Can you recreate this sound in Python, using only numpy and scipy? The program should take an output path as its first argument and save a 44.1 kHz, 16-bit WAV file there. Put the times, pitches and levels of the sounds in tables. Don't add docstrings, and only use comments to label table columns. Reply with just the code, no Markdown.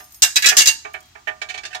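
import sys
import numpy as np
from scipy import signal
from scipy.fft import rfft, irfft, next_fast_len
from scipy.io import wavfile
from scipy.ndimage import uniform_filter1d, minimum_filter1d

SR = 44100
rng = np.random.default_rng(int(sys.argv[2]) if len(sys.argv) > 2 else 0)


def bounce(signal):
    frames = np.transpose(np.atleast_2d(signal))
    limited = np.clip(frames, -1, 1)
    pcm = np.round(limited * 32767).astype(np.int16)
    wavfile.write(sys.argv[1], SR, pcm)


N = 79380
T = np.arange(SR // 2) / SR
CLASH_ATTACK_S, RING_ATTACK_S = 0.00048, 0.0031
MODE_SCATTER_DB = 1.2

# pitch_hz, share
TREBLE_SHARE = [(2200, 0.0024), (4500, 0.99)]


def clashes():
    # start_s, level_db, hold_s, spot, mids_db, treble_db, left_right_db, ring_db
    hits = [(0.2209, -0.5, 0.0088, 0, -6, 2.5, -7.5, -7),
            (0.3578, -12.5, 0.0046, 0.48, -10, 1.5, -11, 10.5),
            (.363, -11, 0.007, 0.95, -0.5, -0.5, 0.5, 1), (0.4225, -18.5, 0.003, 0.56, 8, 1.5, -3.5, 4.5),
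            (0.442, -16, 0.0063, 0.86, 9.5, -6, -6.5, 7), (0.4586, -4, 0.014, 0.89, -4.5, -3, -2, -2),
            (.486, -9, 0.011, 0.98, 9, -0.5, -9, -14.5), (.568, -6, 0.0063, 0.23, 0, 2, -7.5, -4.5),
            (0.5781, -7, 0.015, 0.41, -5, 3.5, 0, -2), (.604, -11, 0.0027, 0.021, -6, 1, -6, 4),
            (0.617, -15.5, 0.0033, 0, -4.5, 5.5, -5.5, 0), (.657, -16, 0.0031, 0.66, 5, 5, -5, 0.5),
            (0.672, -5, 0.005, 0.094, -11.5, 6, -6.5, 4.5)]
    stand_pitches = [904, 1698, 1745, 1955, 2186, 2345, 2545, 2757, 2825, 3420, 3866, 4033, 4569, 4706,
                     5060, 5324, 5555, 6320, 6525, 6809, 7290]
    # edge_db, middle_db, fade_s, left_right_db
    stand_modes = [(-32, -37.5, 0.26, 1), (-20.5, -20.5, 0.15, -26), (-18, -24.5, 0.18, -3),
                   (-19, -17.5, 0.14, -12.5), (-10.5, -30, 0.15, -2.5), (-46, -5.5, 0.052, -1),
                   (-31, -4.5, 0.093, 0), (-0.5, -34.5, 0.14, -5), (-6, -26.5, 0.14, 3),
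                   (-28.5, -4, 0.015, -25), (-16, -3, 0.054, -3.5), (-17, -5, 0.064, -1),
                   (-23.5, -36.5, 0.18, -1), (-17, -10.5, 0.066, 2), (-34, -9, 0.066, 6.5),
                   (-31, -26, 0.048, -3), (-21, -21.5, 0.038, -5), (-15.5, -31, 0.061, 20),
                   (-9, -27, 0.088, -1), (-19, -30, 0.093, 11), (-40.5, -2.5, 0.041, -7)]
    # pitch_hz, level_db
    crash_colour = [(30, -34), (160, -29.5), (307, -17.5), (561, -22), (728, -19.5), (1050, -19.5),
                    (1680, -6.5), (2070, -9), (2760, -8), (3230, -4), (3880, -4), (6720, 3.5),
                    (10200, -16.5), (14000, -13.5), (15500, -21)]
    # pitch_hz, left_right_db
    crash_sides = [(100, -6.5), (700, 1), (1700, -2.5), (2800, 4), (5000, 1.5), (6700, 9), (8500, -2.5),
                   (14000, -5)]
    # pitch_hz, fade_s
    crash_fades = [(100, 0.06), (800, 0.15), (2000, 0.21), (4000, 0.094), (7000, 0.068), (10000, 0.08),
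                   (14000, 0.039)]
    # pitch_hz, share
    mids_share = [(700, 0.075), (1500, 0.73), (2300, 0.89), (3800, 0.14)]
    out = np.zeros((2, N))
    for start_s, level_db, hold_s, spot, mids_db, treble_db, side_db, ring_db in hits:
        tone_db = lambda hz: mids_db * along(mids_share, hz) + treble_db * along(TREBLE_SHARE, hz)
        stand = 0
        for hz, (edge_db, middle_db, fade_s, left_right_db) in zip(stand_pitches, stand_modes):
            spot_db = edge_db + spot * (middle_db - edge_db)
            mode_db = spot_db + tone_db(hz) + MODE_SCATTER_DB * rng.standard_normal()
            stand += amp(mode_db) * pan(left_right_db) * mode(hz, fade_s, hold_s)
        stand *= amp(ring_db) * rise(seconds=0.006)
        crash = crowded_modes(crash_colour, crash_sides, crash_fades, hold_s, tone_db)
        crash *= rise(CLASH_ATTACK_S)
        links = amp(-18) * link_ring(count=4, fade_share=0.81)
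        add(out, start_s, amp(level_db) * pan(side_db) * (crash + stand + links))
    return out


def clanks():
    # start_s, pitch_hz, level_db
    hits = [(.226, 2760, -18), (.232, 1290, -33), (.359, 3870, -17.5), (.425, 1700, -20), (.446, 1950, -16),
            (.469, 1690, -15), (.497, 1695, -16), (.518, 744, -24), (.586, 4705, -16), (.586, 2757, -20),
            (.609, 2790, -17), (.673, 4510, -15)]
    out = np.zeros((2, N))
    for start_s, hz, level_db in hits:
        clank = mode(hz, fade_s=0.12) * rise(seconds=0.002)
        add(out, start_s, amp(level_db) * pan(left_right_db=-7) * clank)
    return out


def taps():
    # start_s, level_db, hold_s, treble_db, upper_db, body_db
    hits = [(0, -41, 0.00063, -4, -28, 5.5), (.516, -22.5, 0.014, -27, -5, -0.5),
            (0.8484, -32.5, 0.0048, -14, 10.5, 10), (0.9395, -29.5, 0.011, -14, 10.5, -0.5),
            (1.152, -38.5, 0.0024, -18, 10, 5), (1.2712, -21.5, 0.016, -15.5, 0, -4),
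            (1.4153, -28, 0.005, 1.5, 12, -0.5), (1.487, -35.5, 0.015, 5.5, 12, -6),
            (1.499, -34.5, 0.01, 3, 13, -4.5), (1.54, -33.5, 0.0095, 2.5, 14.5, 1),
            (1.575, -34.5, 0.0037, 6, 19, 2), (1.633, -33, 0.0035, 2.5, -15, -3),
            (1.651, -31.5, 0.0034, 9.5, 2, -5), (1.703, -44, 0.017, -1, -7, -1),
            (1.728, -32.5, 0.0072, -2.5, -16, -22), (1.7458, -27.5, 0.0048, 4, -2, 2.5)]
    # pitch_hz, level_db, fade_s, left_right_db
    housing_modes = [(419.5, -18.5, 0.18, -5), (627.6, -17, 0.28, -3), (661.2, -15.5, 0.18, -13),
                     (731, -21.5, 0.32, -9), (738, -10.5, 0.23, -1), (835, -14.5, .17, -13),
                     (973, -22, 0.25, -4), (1198, -14, 0.32, -6), (1424, -16.5, 0.16, -14.5),
                     (1715, -13, 0.11, -14), (1822, -3, 0.1, -16), (2298.5, -13.5, 0.13, -22),
                     (2325.4, -10, 0.082, -20.5), (2566, -10.5, 0.1, -3.5), (3030, -9.5, 0.054, -21),
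                     (3660, -17.5, 0.11, -7.5), (4330, -15.5, 0.075, 6.5), (6600, -29, 0.16, -1.5)]
    # pitch_hz, share
    upper_share = [(2000, 0), (2280, 1), (2350, 0.86), (2520, 0.31)]
    # pitch_hz, share
    body_share = [(430, 0.58), (620, 0.51), (1150, 0.92), (1500, 0.096)]
    # pitch_hz, level_db
    knock_colour = [(60, -46.5), (250, -20.5), (400, -4.5), (500, -48.5), (680, -15), (900, -11),
                    (1300, -10.5), (1550, 5), (1850, 2), (2100, -2), (2600, 1), (4500, -6.5), (7000, -10),
                    (9500, -24), (14500, -38)]
    # pitch_hz, left_right_db
    knock_sides = [(300, -10), (750, 2), (1200, -10.5), (1700, -17), (2600, -9), (4300, -5), (7000, -0.5),
                   (9000, -17), (14000, -4.5)]
    # pitch_hz, fade_s
    knock_fades = [(400, 0.19), (800, 0.27), (1800, 0.11), (4000, .11), (12000, 0.092)]
    damping_s = 0.035
    out = np.zeros((2, N))
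    next_starts = [hit[0] for hit in hits[1:]] + [N / SR]
    for (start_s, level_db, hold_s, treble_db, upper_db, body_db), next_s in zip(hits, next_starts):
        tone_db = lambda hz: treble_db * along(TREBLE_SHARE, hz) + body_db * along(body_share, hz)
        ring = 0
        for hz, mode_db, fade_s, left_right_db in housing_modes:
            mode_db += tone_db(hz) + upper_db * along(upper_share, hz)
            mode_db += MODE_SCATTER_DB * rng.standard_normal()
            ring += amp(mode_db) * pan(left_right_db) * mode(hz, fade_s, hold_s)
        damping = np.exp(-np.maximum(start_s + T - next_s, 0) / damping_s)
        knock = crowded_modes(knock_colour, knock_sides, knock_fades, hold_s, tone_db)
        knock *= rise(seconds=0.0028)
        add(out, start_s, amp(level_db) * (knock + ring * rise(RING_ATTACK_S) * damping))
    return out


def tinkles():
    # start_s, tick_db, ring_db
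    touches = [(0, -40, -40), (0.041, -45.5, -46), (0.083, -50, -64), (0.106, -48, -53), (.121, -42, -46.5),
               (0.1444, -36, -44), (0.935, -38.5, -56.5), (1.005, -43, -61), (1.028, -50, -70),
               (1.057, -53, -58), (1.276, -44, -65)]
    # pitch_hz, level_db
    tick_colour = [(500, -24.5), (3000, -8), (7000, 6), (10000, -4), (14000, 0), (16000, -4.5)]
    # pitch_hz, fade_s
    tick_fades = [(2000, 0.0516), (14000, 0.042)]
    # start_s, pitch_hz, level_db
    pings = [(1.008, 3230, -58), (1.028, 4030, -60)]
    out = np.zeros((2, N))
    for start_s, tick_db, ring_db in touches:
        tick = fading(noise(tick_colour), tick_fades) * rise(CLASH_ATTACK_S)
        add(out, start_s, amp(tick_db) * tick + amp(ring_db) * link_ring(count=2))
    for start_s, hz, level_db in pings:
        add(out, start_s, amp(level_db) * mode(hz, fade_s=0.75) * rise(RING_ATTACK_S))
    return out


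def link_ring(count, fade_share=1):
    link_pitches = [5204, 6330, 6546, 8818, 11225, 11330, 13458, 13560]
    # level_db, fade_s
    link_modes = [(-7, 0.25), (-9, 0.18), (-10, 0.42), (-5, 0.29), (-13, 0.29), (-5.5, 0.25), (0, 0.25),
                  (1, 0.16)]
    scatter_db, pitch_spread = 3, 0.009
    shimmer_db, shimmer_per_s = 5, 70
    ring = 0
    for hz, (level_db, fade_s) in zip(link_pitches, link_modes):
        for _ in range(count):
            link_db = level_db + scatter_db * rng.standard_normal()
            shimmer = amp(shimmer_db * wobble(T * shimmer_per_s))
            link_hz = hz * (1 + pitch_spread * rng.standard_normal())
            ring += amp(link_db) * shimmer * mode(link_hz, fade_s * fade_share)
    return ring * rise(CLASH_ATTACK_S) / (2 * np.sqrt(count))


def mode(hz, fade_s, hold_s=0):
    wander_turns = 0.055 * wobble(T * 110)
    start_turns = rng.random((2, 1))
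    fall = 1000 ** (-np.maximum(T - hold_s, 0) / fade_s)
    return np.sqrt(2) * np.sin(2 * np.pi * (hz * T + wander_turns + start_turns)) * fall


def crowded_modes(colour, sides, fades, hold_s, tone_db):
    cluster_hz, cluster_db = 100, 3.9
    contacts_per_s, rough_db = 900, 1

    def gain(hz):
        return amp(tone_db(hz) + cluster_db * wobble(hz / cluster_hz)) * pan(along(sides, hz))

    blur = filtered(noise(colour), gain)
    return fading(blur, fades, hold_s) * amp(rough_db * wobble(T * contacts_per_s))


def yard_echo(sound):
    # pitch_hz, level_db
    echo_colour = [(200, 1), (600, -15.5), (2800, -11), (6500, -2.5), (10000, -2.5), (15000, -8.5)]
    # pitch_hz, fade_s
    echo_fades = [(300, 0.81), (5000, 0.4), (13000, 0.23)]
    tail = fading(noise(echo_colour), echo_fades) * rise(seconds=0.013)
    tail /= np.linalg.norm(tail[0])
    return amp(-22) * signal.fftconvolve(sound, tail, axes=1)[:, :N]


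def hush():
    # pitch_hz, level_db
    air_colour = [(25, -20), (45, -5.5), (80, 1.5), (120, -6), (170, -13.5), (350, -14.5), (500, -35),
                  (700, -15), (7000, -16.5), (10000, -32), (15000, -30)]
    # pitch_hz, likeness
    likeness = [(300, 0.97), (700, .2), (5000, .1)]

    def middle_and_side_gains(hz):
        angle = np.arccos(np.clip(along(likeness, hz), -1, 1)) / 2
        return np.array([np.cos(angle), np.sin(angle)])

    middle, side = filtered(noise(air_colour, count=N), middle_and_side_gains)
    return amp(-54) * unit(np.array([middle + side, middle - side]))


def amp(db):
    return 10 ** (np.asarray(db) / 20)


def unit(x):
    return x / np.sqrt(np.mean(x ** 2) + 1e-20)


def along(points, hz):
    pitches, values = np.transpose(points)
    return np.interp(np.log(hz + 1), np.log(pitches + 1), values)


def pan(left_right_db):
    half_db = np.atleast_1d(left_right_db) / 2
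    gains = amp([half_db, -half_db])
    return gains / np.sqrt(np.mean(gains ** 2, axis=0))


def filtered(x, gain):
    count = x.shape[-1]
    padded = next_fast_len(count + 4096)
    return irfft(rfft(x, padded) * gain(np.fft.rfftfreq(padded, 1 / SR)), padded)[..., :count]


def noise(colour, count=len(T)):
    return unit(filtered(rng.standard_normal((2, count)), lambda hz: amp(along(colour, hz))))


def fading(x, fades, hold_s=0):
    hz, time_s, spectrum = signal.stft(x, SR, nperseg=256)
    fall = 1000 ** (-np.maximum(time_s - hold_s, 0) / along(fades, hz)[:, None])
    return signal.istft(spectrum * fall, SR, nperseg=256)[1][:, :len(T)]


def rise(seconds):
    return 1 - np.exp(-T / seconds)


def wobble(position):
    return np.interp(position, np.arange(1024), rng.standard_normal(1024))


def add(track, start_s, sound):
    first = max(round(start_s * SR), 0)
    track[:, first:first + len(T)] += sound[:, :N - first]


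def scene():
    chain = clashes() + clanks() + taps() + tinkles()
    return chain + yard_echo(chain) + hush()


def record(dry):
    ceiling, hold_s, clip_level, top_hz = 1.24, 0.0014, 0.85, 15900
    window = int(hold_s * SR)
    needed_gain = np.minimum(1, ceiling / (np.abs(dry) + 1e-9))
    held_gain = minimum_filter1d(needed_gain, window, axis=1)
    limited = dry * uniform_filter1d(held_gain, window, axis=1)
    rounded = limited / (1 + np.abs(limited / clip_level) ** 8) ** (1 / 8)
    return filtered(rounded, lambda hz: 1 / (1 + (hz / top_hz) ** 200))


dry = scene()
out = record(dry)
bounce(out)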